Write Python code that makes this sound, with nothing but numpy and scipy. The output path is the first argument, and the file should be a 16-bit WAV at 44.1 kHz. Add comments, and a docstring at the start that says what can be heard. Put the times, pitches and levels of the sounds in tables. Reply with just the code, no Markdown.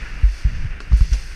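"""A snowboard run on packed snow, heard close up from the microphone of a camera worn by the rider.
The base rasps and the grains hiss from the start, while wind rumbles on the case and every jolt
thumps through the mount. The board hops onto a log, judders along it from about 0.45 s and clacks
on the wood from 0.8 s. Near 1 s it lands in a spray of snow; then its edge scrapes into the crust
and it glides on."""
import sys
import numpy as np
from scipy import signal
from scipy.fft import rfft, irfft
from scipy.io import wavfile
from scipy.ndimage import uniform_filter1d

SR = 44100
rng = np.random.default_rng(int(sys.argv[2]) if len(sys.argv) > 2 else 0)


def log_audio(samples):
    """Write samples as a 16-bit WAV file to the path given in sys.argv[1]."""
    # one column per channel
    frames = np.atleast_2d(samples).T
    # limit to full scale, then quantise
    limited = np.clip(frames, -1, 1)
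    pcm = np.round(limited * 32767).astype(np.int16)
    wavfile.write(sys.argv[1], SR, pcm)


N = 59535


def undb(db):
    """Decibels to gain."""
    return 10 ** (np.asarray(db) / 20)


def unit(x):
    """Scale to rms 1."""
    return x / np.sqrt(np.mean(x ** 2))


def curve(rows):
    """Gain over time from (s, dB) points."""
    return undb(np.interp(np.arange(N) / SR, *np.array(rows).T))


def decay(age, t60):
    """A ring dying away by 60 dB in t60 seconds."""
    return np.exp(-np.log(1000) * age / t60)


def colour(x, points):
    """Shape a sound by (Hz, dB) points, falling away beyond both ends; rms 1."""
    hz, db = np.array(points).T
    f = np.maximum(np.arange(N // 2 + 1) * SR / N, 1)
    gain = undb(np.interp(np.log(f), np.log(hz), db))
    ends = np.minimum(np.minimum(f / hz[0], hz[-1] / f), 1) ** 2
    return unit(irfft(rfft(x) * gain * ends, N))


def waver(rate_hz):
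    """Smooth random wavering; rms 1."""
    width = max(int(SR / rate_hz), 2)
    return unit(uniform_filter1d(uniform_filter1d(rng.standard_normal(N), width), width))


def crunch(grain_db, spread_db, grains_per_s=2500):
    """Snow crystals breaking: tiny clicks of uneven size over a smooth rush."""
    clicks = (rng.random(N) < grains_per_s / SR) * rng.choice([-1, 1], N)
    sizes = undb(spread_db * np.minimum(rng.exponential(size=N), 2 * np.pi))
    return rng.standard_normal(N) + undb(grain_db) * unit(clicks * sizes)


def rumble(points):
    """Low shaking of a given colour, its strength evened out over a few cycles."""
    noise = colour(rng.standard_normal(N), points)
    return noise / np.sqrt(uniform_filter1d(noise ** 2, size=2600))


# Gusts right at the microphone. Each row: time in seconds, level in dB.
WIND_LEVELS = [(0, -26), (0.041, -27), (.08, -34), (.14, -25), (.19, -30), (.39, -34), (0.498, -26),
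               (.62, -20), (.7, -22), (.8, -33.5), (.9, -28), (1.05, -27), (1.2, -28.5), (1.28, -30)]
# Their deep tone. Each row: frequency in Hz, relative level in dB.
WIND_SPECTRUM = [(12, -4), (24, 7), (42, -1.5), (65, -7), (90, -20.5), (130, -18), (180, -24), (260, -35.5),
                 (600, -81)]


def wind():
    """Wind buffets the camera case."""
    return rumble(WIND_SPECTRUM) * curve(WIND_LEVELS)


# Snow underfoot: the rasp of the running base, the grains beneath it and the powder thrown up.
# Each row: time in seconds, relative level in dB.
BASE_LEVELS = [
    [(0.0, -41), (0.262, -44.5), (0.316, -48.5), (0.344, -46), (0.66, -45), (0.7, -50), (0.708, -44),
     (0.795, -47.5)],
    [(0.825, -48), (0.917, -46), (1.017, -47), (1.109, -52), (1.127, -45), (1.265, -50), (1.325, -46),
     (1.35, -49)],
]
HISS_LEVELS = [(0, -50), (.15, -52), (.2, -55), (.27, -52), (.32, -47), (.41, -47), (.45, -52), (.6, -51.5),
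               (.7, -58), (.79, -63), (.83, -57), (.88, -61), (.93, -51.5), (.98, -45.5), (1.1, -45),
               (1.22, -46), (1.26, -48), (1.35, -50)]
POWDER_LEVELS = [(0, -64), (.2, -65), (.35, -57), (.41, -58), (.46, -64), (.6, -66), (.7, -69.5),
                 (.79, -71), (.83, -67), (.88, -68), (.95, -62), (.98, -58), (1.07, -63), (1.13, -54.5),
                 (1.35, -59)]
# The same three layers, dull to bright. Each row: frequency in Hz, relative level in dB.
BASE_SPECTRUM = [(150, -21), (250, -3), (450, -7.5), (800, -11), (1150, -9), (1500, 0), (1750, -0.5),
                 (2200, -2.5), (2800, -3.5), (3150, -16.5), (4000, -20.5), (7000, -54)]
HISS_SPECTRUM = [(2500, 0), (3200, -5.5), (3450, -1.5), (3850, -8.5), (4400, 3), (5200, 1.5), (6200, -1),
                 (7100, -11.5), (8000, -14), (11000, -39.5)]
POWDER_SPECTRUM = [(6000, -2), (7500, -7.5), (8400, 5.5), (9000, -1), (9900, 1), (10700, -9.5), (11700, -2),
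                   (12300, -13), (14000, -13), (15500, -19)]


def sliding():
    """The base rasps over the snow, grains hiss and powder sprays; all flutter with the bumps."""
    bumps = undb(0.42 * waver(rate_hz=34))
    base = colour(crunch(grain_db=-6, spread_db=2.0), BASE_SPECTRUM) * curve(np.vstack(BASE_LEVELS))
    hiss = colour(crunch(grain_db=-6.5, spread_db=3.0), HISS_SPECTRUM) * curve(HISS_LEVELS)
    powder = colour(crunch(grain_db=-1, spread_db=2.5), POWDER_SPECTRUM) * curve(POWDER_LEVELS)
    return (undb(3.5) * base + undb(1.5) * hiss + undb(0.5) * powder) * bumps


# Shaking on the log, as it reaches the camera. Each row: time in seconds, level in dB.
JUDDER_LEVELS = [(.44, -80), (0.466, -26), (.5, -32.5), (.56, -43), (0.586, -33), (.61, -48), (0.646, -30),
                 (.7, -39), (.74, -44), (.8, -80)]
# Its low drone. Each row: frequency in Hz, relative level in dB.
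JUDDER_SPECTRUM = [(50, -9), (85, -3), (110, -5), (130, 5.5), (150, -8), (180, -24), (300, -33), (450, -32),
                   (900, -50)]


def judder():
    """The board judders along the log in uneven surges."""
    return rumble(JUDDER_SPECTRUM) * curve(JUDDER_LEVELS)


# Thumps carried to the microphone through the mount. Each row: start in seconds, strength in dB,
# ring in Hz, time to fall 60 dB in seconds, contact time in seconds, direction as +1 or -1.
MOUNT_JOLTS = [(0.2362, 1, 48.1, 0.25, 0.01, -1), (0.4528, 0.5, 46.8, 0.1, 0.0091, 1),
               (0.529, -11, 78, 0.031, 0.0085, 1), (0.58, -21, 75.6, 0.054, 0.011, 1),
               (.652, -6, 77, 0.045, 0.0089, 1), (0.9159, -4.5, 57.4, 0.14, 0.0083, -1),
               (0.9329, -0.5, 51.3, 0.21, 0.0069, -1), (1.012, 3, 43.5, 0.11, 0.0085, 1),
               (1.119, -4, 49.1, 0.26, 0.0092, -1)]


def jolts(t, rattle_hz=161.2, mic_low_cut_hz=13):
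    """Each soft push sets the camera swinging on its mount and rattles a second, stiffer mode."""
    out = np.zeros(N)
    rattle = undb(-17) * np.sin(2 * np.pi * rattle_hz * t) * decay(t, t60=0.15)
    for start, db, hz, t60, contact, direction in MOUNT_JOLTS:
        push = np.cos(np.pi * np.clip((t - start) / contact, -0.5, 0.5)) ** 2
        swing = np.cos(2 * np.pi * hz * t) * decay(t, t60)
        out += direction * undb(db) * signal.fftconvolve(push / push.sum(), swing + rattle)[:N]
    low_cut = signal.butter(1, mic_low_cut_hz, "high", fs=SR, output="sos")
    return signal.sosfilt(low_cut, out)


# Snow flying up around the rider. Each row: frequency in Hz, relative level in dB.
SPRAY_SPECTRUM = [(3000, -10), (5000, 7), (7000, 2), (8500, 3), (10000, 7), (10800, -7), (11800, -4),
                  (13000, -16), (14200, -12), (15000, -6)]


def spray(t, start_s=0.96, rise_s=0.015, fall_s=0.077):
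    """Touchdown throws up a bright fizz of snow."""
    age = np.maximum(t - start_s, 0)
    burst = np.minimum(age / rise_s, 1) * np.exp(-np.maximum(age - rise_s, 0) / fall_s)
    fizz = colour(crunch(grain_db=-4, spread_db=2.5), SPRAY_SPECTRUM)
    return undb(-48.5) * burst * fizz


# The crust grinding and snapping past the log. Each row: frequency in Hz, relative level in dB.
GRIT_SPECTRUM = [(200, 8), (600, -3.5), (900, -4), (1500, -9), (2100, -3), (2800, 3), (3200, -6.5),
                 (4800, -3), (5750, -2), (6600, -5), (8000, -16), (10000, -13), (14000, -38)]
SNAP_SPECTRUM = [(300, -8), (800, -10), (2000, 0.5), (4500, -3), (5800, 0), (7000, -5), (9000, -15),
                 (12000, -21), (15000, -22)]
# The edge's squeak. Each row: frequency in Hz, level in dB, time to fall 60 dB in seconds.
SQUEAK_TONES = [(5520, -33, .035), (5800, -26, .028)]


def scrape(t, peak_s=1.1325, rise_s=0.0078, fall_s=0.036, attack_s=0.0007, snap_decay_s=0.005):
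    """The edge digs into the crust: a quick gritty swell with a snap and a squeak at its height."""
    age = np.maximum(t - peak_s, 0)
    swell = np.exp(-np.abs(t - peak_s) / np.where(t < peak_s, rise_s, fall_s))
    snap = undb(-34.5) * np.exp(-age / snap_decay_s) * colour(rng.standard_normal(N), SNAP_SPECTRUM)
    squeak = sum(undb(db) * np.sin(2 * np.pi * hz * age + waver(rate_hz=300) / 2) * decay(age, t60)
                 for hz, db, t60 in SQUEAK_TONES)
    grit = undb(-34) * swell * colour(crunch(grain_db=-5.5, spread_db=2.5), GRIT_SPECTRUM)
    attack = np.minimum(age / attack_s, 1)
    return grit + attack * (snap + squeak)


# Hits on the log, at the rider's feet below the microphone.
# Each row: start in seconds, relative ring level in dB, crack level in dB, pitch factor.
LOG_HITS = [(.8030, -21, -30, 0.98), (0.919, -25, -42, 0.775), (.9290, -32, -33.5, 1.0),
            (1.0071, -26, -32.5, 0.92)]
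# The board's modes. Each row: frequency in Hz at pitch factor 1, relative level in dB,
# time to fall 60 dB in seconds.
BOARD_MODES = [(275, -9.5, .07), (429, -11, 0.086), (1150, -2, 0.022), (1430, 0, 0.025), (1637, -0.5, 0.02),
               (2670, -15, 0.026), (4500, -13, 0.012)]
# The crack of contact. Each row: frequency in Hz, relative level in dB.
CRACK_SPECTRUM = [(200, 12), (400, 12), (800, -4), (1500, 2.5), (2200, 1), (2900, 0), (3600, -9), (4500, 2),
                  (6000, -6.5), (8000, -15), (10000, -18), (11500, -39)]


def clacks(t, attack_s=0.0007, crack_decay_s=0.0027, tail_decay_s=0.052):
    """Board on wood: a short crack with a faint tail, and quickly damped modes."""
    out = np.zeros(N)
    for start, ring_db, crack_db, pitch in LOG_HITS:
        age = np.maximum(t - start, 0)
        attack = np.sin(np.pi / 2 * np.minimum(age / attack_s, 1)) ** 2
        ring = sum((-1) ** k * undb(db) * np.sin(2 * np.pi * hz * pitch * age) * decay(age, t60)
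                   for k, (hz, db, t60) in enumerate(BOARD_MODES))
        fade = np.exp(-age / crack_decay_s) + undb(-12.5) * np.exp(-age / tail_decay_s)
        crack = fade * colour(rng.standard_normal(N), CRACK_SPECTRUM)
        out += attack * (undb(ring_db) * ring / 2 + undb(crack_db) * crack)
    return out


def scene():
    """Everything as it reaches the one microphone on the rider."""
    t = np.arange(N) / SR
    shaking = wind() + judder() + jolts(t)
    return (shaking + sliding() + clacks(t) + spray(t) + scrape(t))[None]


def record(dry):
    """The camera cuts the highest treble steeply."""
    top_hz = 15250
    return signal.sosfilt(signal.ellip(8, 0.2, 70, top_hz, fs=SR, output="sos"), dry)


dry = scene()
out = record(dry)
log_audio(out)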